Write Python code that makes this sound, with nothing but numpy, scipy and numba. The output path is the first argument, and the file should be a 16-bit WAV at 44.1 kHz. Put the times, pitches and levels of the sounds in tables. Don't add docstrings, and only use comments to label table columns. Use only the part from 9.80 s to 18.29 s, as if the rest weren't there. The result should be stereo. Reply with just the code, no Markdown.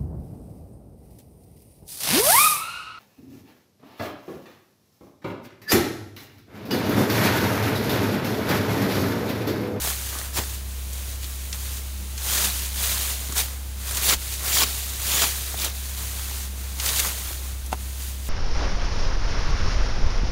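import sys
import numpy as np
from scipy import signal
from scipy.fft import rfft, irfft, next_fast_len
from scipy.io import wavfile
from numba import njit

SR = 44100
rng = np.random.default_rng(int(sys.argv[2]) if len(sys.argv) > 2 else 0)


def store_wav(level_fs):
    pcm = np.round(np.clip(np.atleast_2d(level_fs), -1, 1) * 32767)
    wavfile.write(sys.argv[1], SR, pcm.T.astype(np.int16))


N = 374401
TIME = np.arange(N) / SR


def from_db(db):
    return 10 ** (np.asarray(db) / 20)


def rms_one(x):
    return x / np.sqrt(np.mean(x ** 2) + 1e-20)


def colour(x, points):
    size = next_fast_len(N + 4096)
    hz, db = np.transpose(points)
    bin_hz = np.arange(size // 2 + 1) * SR / size
    gain = from_db(np.interp(np.log(bin_hz + 1), np.log(hz), db))
    return irfft(rfft(x, size) * gain, size)[..., :N]


def band(x, low_hz, high_hz, order=2):
    sos = signal.butter(order, [low_hz, min(high_hz, SR / 2 - 500)], "band", fs=SR, output="sos")
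    return signal.sosfilt(sos, x + 1e-18)


def narrow_band(x, hz, width_hz):
    return band(x, hz - width_hz / 2, hz + width_hz / 2, order=1)


def resonate(x, peaks):
    for hz, width_hz, db in peaks:
        x = x + (from_db(db) - 1) * narrow_band(x, hz, width_hz)
    return x


def drift(rate_hz):
    step = 40
    r = np.exp(-2 * np.pi * rate_hz * step / SR)
    slow = signal.lfilter([1], [1, -2 * r, r * r], rng.standard_normal(N // step + 2002))[2000:]
    return np.interp(np.arange(N) / step, np.arange(len(slow)), rms_one(slow))


def swell(s, rise_s, hold_s, fade_s):
    depth = (np.maximum(s - TIME, 0) / rise_s) ** 2 + np.maximum(TIME - s - hold_s, 0) / fade_s
    return np.exp(-np.minimum(depth, 20))


def ring(clicks, hz, ring_s):
    r, turn = from_db(-60 / (ring_s * SR)), 2 * np.pi * hz / SR
    return signal.lfilter([0, np.sin(turn)], [1, -2 * r * np.cos(turn), r * r], clicks + 1e-18)


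# (frequency [Hz], gain [dB])
AIR_COLOUR = [(20, -17), (45, 1), (70, 5.5), (105, 7), (140, 2), (200, -0.5), (300, -4), (600, -7.5),
              (1200, -10.5), (3000, -10.5), (8000, -12.5), (15500, -10)]

def air(level_db=-40.5):
    return from_db(level_db) * rms_one(colour(rng.standard_normal((2, N)), AIR_COLOUR))


# (time [s], firing rate [Hz], level [dB])
ENGINE_RUN = [(0.0, 66.3, -33), (0.45, 66.9, -34.5), (0.9, 65.75, -31.5), (1.65, 66.02, -31.6),
              (2.2, 66.9, -32.5), (2.8, 65.05, -31), (3.8, 66.7, -32), (4.2, 65.12, -31.5),
              (4.55, 65.93, -33), (5.65, 66.8, -32.5), (7.05, 66.1, -31), (7.4, 65.4, -33.5),
              (7.7, 65.4, -30.5), (8.48, 65.9, -31.5)]
# (pitch [times the firing rate], relative level [dB])
ENGINE_TONES = [(.5, -25), (1, 0), (1.5, -18), (2, -40), (3, -23.5)]

def engine():
    times, rates, levels = np.transpose(ENGINE_RUN)
    phase = 2 * np.pi * np.cumsum(np.interp(TIME, times, rates)) / SR
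    hum = np.zeros(N)
    for multiple, db in ENGINE_TONES:
        waver_db = (.35 if multiple == 1 else 2.5) * drift(4.7)
        hum += from_db(db + waver_db) * np.sin(multiple * phase + rng.uniform(0, 2 * np.pi))
    return from_db(np.interp(TIME, times, levels)) * rms_one(hum)


# (time [s], level [dB], pitch [Hz])
THUDS = [(0.581, -32, 105), (4.36, -31, 48.6), (5.15, -37, 47.7), (7.22, -35, 47), (7.488, -32, 53.9),
         (7.81, -31, 46.3)]

def thuds(rise_s=.011):
    out = np.zeros(N)
    for s, db, hz in THUDS:
        age = np.maximum(TIME - s, 0)
        envelope = age / rise_s * np.exp(1 - age / rise_s)
        out += from_db(db) * envelope * np.sin(2 * np.pi * hz * age)
    return out


# (time [s], relative level [dB], pitch [Hz])
KNOCKS = [(.048, -29, 810), (.073, -24, 714), (0.328, -39, 1300), (.353, -33, 1160), (0.568, -31, 842),
          (0.589, -25, 990), (.591, -21.5, 240), (.61, -33, 840), (0.625, -35, 202), (2.644, -31, 1211),
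          (3.494, -25.5, 263.5), (3.524, -32, 1200), (4.338, -24.5, 1095), (4.819, -21, 949.6),
          (4.836, -21, 1160), (5.421, -24, 1180), (5.44, -22, 1120), (5.742, -27, 728), (6.513, -34, 887),
          (7.507, -32, 560), (7.92, -32, 816), (7.928, -14, 800), (7.943, -32, 1000)]
# (pitch [times the knock's pitch], relative level [dB], ring time [s])
KNOCK_TONES = [(.24, -11, 0.042), (.97, 4, 0.017), (1.22, 1, 0.012), (1.7, -2.5, 0.0095),
               (2.6, -12.5, 0.019), (3.35, -7, 0.0074)]

def knocks(bounce_s=.008, bounce_db=-13, clod_lag_s=.006, clod_hz=390, gain_db=-.5):
    out = np.zeros(N + SR)
    blow = np.zeros(4096)
    blow[0], blow[int(bounce_s * SR)] = 1, from_db(bounce_db)
    clods = [(s + clod_lag_s, -22 + .35 * db, clod_hz) for s, db, _ in KNOCKS]
    for s, db, hz in list(KNOCKS) + clods:
        tones = sum((-1) ** k * from_db(tone_db) * ring(blow, multiple * hz, ring_s)
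                    for k, (multiple, tone_db, ring_s) in enumerate(KNOCK_TONES, 1))
        at = int(s * SR)
        out[at:at + len(blow)] += from_db(db + gain_db) * tones
    return out[:N]


@njit
def fading_tones(starts, sizes, turns, keep, count):
    out = np.zeros((2, count))
    for k in range(len(starts)):
        swing, step = 1 + 0j, keep[k] * np.exp(1j * turns[k])
        for i in range(starts[k], min(count, starts[k] + int(4 / (1 - keep[k])))):
            out[0, i] += sizes[k, 0] * swing.imag
            out[1, i] += sizes[k, 1] * swing.imag
            swing *= step
    return out


def stalk_pings(per_s, spread_db=1.2, ring_s=.014):
    at = np.flatnonzero(rng.random(N) < per_s / SR)
    pitch, length, size, direction = rng.random((len(at), 4)).T
    gain = from_db(-spread_db * np.log(np.maximum(size, np.exp(-3.5))))
    sizes = gain[:, None] * np.c_[np.cos(2 * np.pi * direction), np.sin(2 * np.pi * direction)]
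    hz = 250 + 15750 * pitch
    keep = from_db(-60 / (ring_s * (.5 + length) * SR))
    return rms_one(fading_tones(at, sizes, 2 * np.pi * hz / SR, keep, N))


def fractures(per_s=1400, spread_db=1.2):
    at = np.flatnonzero(rng.random(N) < per_s / SR)
    size = from_db(spread_db * np.minimum(rng.exponential(1, len(at)), 4))
    clicks = np.zeros((2, N))
    clicks[:, at] = size * rng.choice([-1, 1], (2, len(at)))
    return rms_one(clicks)


def straw(gains, tone, pings_per_s, crack_db, rub_db, clump_db):
    cracks = from_db(crack_db) * fractures()
    rubbing = from_db(rub_db) * rng.standard_normal((2, N))
    coarse = rms_one(colour(stalk_pings(pings_per_s) + cracks + .5 * rubbing, tone))
    leaves = band(coarse + .5 * rubbing, 6000, 20000, order=3)
    stalks = band(coarse, 2000, 6000, order=3)
    stubble = band(coarse, 150, 2000, order=3)
    clumps = drift(17)
    return sum(gain * rms_one(part * from_db(clump_db * (clumps + .55 * drift(30))))
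               for gain, part in zip(gains, (leaves, stalks, stubble)))


def with_lows(balance_db, lows_db):
    return np.add(balance_db, [0, 0, lows_db])[:, None]


# (time [s], hold [s], relative level [dB], extra lows [dB])
SWAYS = [(0.022, 0.27, -35, 1), (0.337, 0.11, -37, 6.5), (.635, .11, -39, 2), (0.901, 0.21, -46, -1),
         (1.17, 0.16, -40.5, 1.5), (1.498, 0.29, -42, -0.5), (1.835, 0.14, -38.5, 0), (2.081, 0.28, -47, 0),
         (2.729, .13, -32.5, -1), (3.242, 0.085, -31, -0.5), (3.423, 0.12, -37, 2), (3.689, 0.033, -42, 5),
         (4.029, 0.039, -40, 2), (4.101, 0.18, -33.5, 3.5), (4.431, 0.17, -36, -1.5), (4.656, 0.05, -33, 6),
         (4.903, 0.13, -33, -1), (5.105, 0.1, -36, 1), (5.269, 0.21, -31.5, -1.5), (5.5, 0.071, -33, 0.5),
         (5.618, 0.12, -36, 1), (5.972, 0.17, -38.5, -0.5), (6.199, 0.43, -36.5, 1.5),
         (6.798, 0.18, -43, 4), (7.302, 0.23, -35.5, 1), (7.638, 0.064, -42, 4), (8.029, 0.18, -44.5, 0),
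         (8.231, 0.063, -39.5, -1), (8.48, 0.015, -42, 1)]
# (time [s], rise [s], hold [s], fade [s], relative level [dB], extra lows [dB])
PUSHES = [(0.077, 0.07, 0.026, 0.034, -28, 2.5), (1.443, 0.036, 0.014, 0.027, -38.5, -7),
          (1.743, 0.0071, 0.011, 0.019, -38, 1), (2.55, 0.12, 0.098, 0.05, -24.5, 0.5),
          (2.646, 0.013, 0.023, 0.044, -30, 1), (3.056, .11, 0.08, 0.15, -26.5, -0.5),
          (3.577, 0.023, 0.023, 0.045, -24.5, 0.5), (4.53, 0.018, 0.0086, 0.012, -36, -2),
          (7.059, 0.069, 0.21, 0.0421, -27.5, 1), (7.061, 0.0091, 0.033, 0.011, -28.5, -1),
          (7.185, 0.043, 0.018, 0.0064, -26.5, -5), (7.255, 0.019, 0.018, 0.04, -32.5, 7)]
# (frequency [Hz], gain [dB])
LEAF_COLOUR = [(120, -14), (200, 2), (227, -17.5), (352, -5), (525, -5.5), (1190, -2.5), (1950, -2.5),
               (3680, 1), (4660, 0), (5490, -2.5), (7220, -5), (9310, -6), (11400, -5), (14400, 1),
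               (15500, -6)]

def rustle(sway_balance_db=(.5, -3.5, -11), push_balance_db=(-.5, -4.5, -10.5)):
    power = np.zeros((3, N))
    for s, hold_s, db, lows_db in SWAYS:
        envelope = swell(s, rise_s=.05, hold_s=hold_s, fade_s=.065)
        power += (from_db(db + with_lows(sway_balance_db, lows_db)) * envelope) ** 2
    for s, rise_s, hold_s, fade_s, db, lows_db in PUSHES:
        envelope = swell(s, rise_s, hold_s, fade_s)
        power += (from_db(db + with_lows(push_balance_db, lows_db)) * envelope) ** 2
    gains = np.sqrt(power)
    contacts_per_s = 5000 * (gains[0] / gains[0].max()) ** .4
    return straw(gains, LEAF_COLOUR, contacts_per_s, crack_db=4.5, rub_db=6, clump_db=.49)


# (time
# [s], hold [s], pitch [Hz], lift [dB])
SQUEAKS = [(.03, 0.093, 6600, 0), (3.575, 0.047, 9340, 3), (3.577, 0.033, 5966, 4),
           (4.268, 0.019, 10040, 8.5), (5.317, 0.074, 6850, 5), (5.399, 0.057, 7200, 3)]

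def squeak(x, width_hz=420, fade_s=.0075):
    return x + sum((from_db(db) - 1) * swell(s, fade_s, hold_s, fade_s) * narrow_band(x, hz, width_hz)
                   for s, hold_s, hz, db in SQUEAKS)


# (time [s], relative level [dB], pitch [Hz])
SNAPS = [(.02, -13, 10000), (.388, -17, 6670), (.573, -13, 8960), (.745, -19, 13100), (1.132, -21, 8500),
         (1.431, -24, 4025), (1.444, -22, 3700), (1.7288, -14.5, 4110), (1.736, -29, 3580),
         (2.379, -17, 5030), (2.392, -25, 4510), (2.646, -24, 2498), (2.791, -18, 7330), (3.524, -18, 6210),
         (3.58, -9, 7470), (4.075, -21, 4925), (4.111, -17, 7990), (4.149, -13.5, 6490),
         (4.171, -10.5, 8510), (4.242, -12, 6160), (4.291, -7, 4520), (4.306, -17, 7900),
         (4.323, -11, 3990), (4.3373, -8, 5200), (4.54, -17.5, 4860), (4.68, -17, 4016),
         (4.7563, -11, 6000), (4.786, -10, 4500), (4.802, -16, 4500), (4.82, -10, 5560),
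         (4.835, -7.5, 5440), (5.219, -15.5, 7200), (5.317, -14, 5000), (5.351, -18, 6690),
         (5.395, -10.5, 3570), (5.42, -8, 3200), (5.4409, -7, 3000), (5.47, -14, 6380), (5.799, -17, 5940),
         (5.817, -13, 4500), (5.847, -9, 7040), (7.0, -11, 4295), (7.062, -9.5, 5000), (7.0897, -8, 3697),
         (7.161, -16, 5500), (7.195, -8.5, 3400), (7.2, -5.5, 6900), (7.271, -22, 6000), (7.531, -31, 3800),
         (7.863, -22, 9080), (7.92, -23, 5400), (7.928, -19.5, 2500), (7.929, -20, 8450)]

def snaps(give_way_s=.0017, splinter_s=.0064, crack_db=13.5, ring_db=-7, gain_db=-14):
    lead = 512
    out = np.zeros((2, N + SR))
    age = TIME[:2048] - lead / SR
    envelope = np.exp(np.minimum(age / give_way_s, -age / splinter_s))
    for s, db, hz in SNAPS:
        burst = rng.standard_normal((2, len(age)))
        burst[0, lead] = from_db(crack_db)
        splinters = band(burst, hz / 2.55, hz * 1.83)
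        ringing = from_db(ring_db) * band(burst, hz, hz * 1.26, order=1)
        at = int(s * SR) - lead
        out[:, at:at + len(age)] += from_db(db + gain_db) * rms_one(splinters + ringing) * envelope
    return out[:, :N]


def hollow_stems(x, count=18, low_hz=1100, high_hz=12000, width_hz=260, swing_db=2.6):
    out = x
    for hz in np.linspace(low_hz, high_hz, count) + width_hz * rng.uniform(-.28, .55, count):
        lift = from_db(swing_db * np.clip(drift(24), -2, 2)) - 1
        out = out + lift * narrow_band(x, hz, width_hz)
    return rms_one(out) * np.std(x)


def stroke(end_s, length_s, db, entry_db, lows_db, trail_db, rise_s=.022):
    progress = np.clip((TIME - end_s) / length_s + 1, 0, 1)
    force_db = db + np.interp(progress, [0, .65, 1], [entry_db, 0, -2])
    tearing = from_db(force_db) * swell(end_s - length_s, rise_s, length_s, fade_s=.014)
    trailing = from_db(trail_db) * swell(end_s, rise_s, 0, fade_s=.039)
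    deepening_db = np.outer((1, 4.5, 6.5), progress - .5)
    balance_db = with_lows((0, -3.5, -7), lows_db) + deepening_db
    return from_db(balance_db) * np.maximum(tearing, trailing)


# (end time [s], length [s], relative level [dB],
# start compared with that level [dB], extra lows [dB], relative level of trailing straw [dB])
CUTS = [(0.589, 0.034, -23.5, -6, 0.5, -28.5), (4.182, 0.016, -26.5, -4, -4, -40),
        (4.335, 0.099, -18, -5, -3, -35), (4.836, 0.17, -19, -8, -4.5, -24.5),
        (5.431, 0.22, -22, -10.5, -3, -20), (5.858, 0.078, -25.5, -5, -2, -28)]
# (frequency [Hz], gain [dB])
CUT_COLOUR = [(71, -37), (120, 2.5), (245, -13), (346, -5.5), (488, -8), (662, -7), (995, -7), (1080, -7),
              (2110, -8), (3580, -7), (5720, -8.5), (7010, -14.5), (8420, -9), (14300, 0), (15500, 3)]
# (pitch [Hz], width [Hz], lift [dB])
BLADE_RING = [(7200, 610, 7)]

def sickle(gain_db=-2):
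    gains = sum(stroke(*cut) for cut in CUTS)
    rasp = straw(gains, CUT_COLOUR, pings_per_s=5000, crack_db=1, rub_db=0, clump_db=.4)
    return from_db(gain_db) * resonate(hollow_stems(rasp), BLADE_RING)


# (frequency [Hz], gain of the side signal [dB])
STEREO_WIDTH = [(100, -60), (1300, -64), (2300, -65), (3000, -78), (3700, -38.5), (5000, -5.5),
                (8000, -2.5), (15000, -3)]

def scene():
    middle, side = squeak(rustle() + sickle()) + snaps() + air()
    middle = middle + knocks() + thuds() + engine()
    return middle + colour(side, STEREO_WIDTH) * [[1], [-1]]


# (frequency [Hz], width [Hz], gain [dB])
MIC_PEAKS = [(3800, 1840, 2), (5420, 1030, -2), (6600, 1860, 3.5), (9380, 1060, 4)]

def record(dry):
    cutoff_hz = 15700
    low_pass = signal.ellip(12, .1, 90, cutoff_hz, fs=SR, output="sos")
    return signal.sosfilt(low_pass, resonate(dry, MIC_PEAKS))


dry = scene()
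out = record(dry)
store_wav(out)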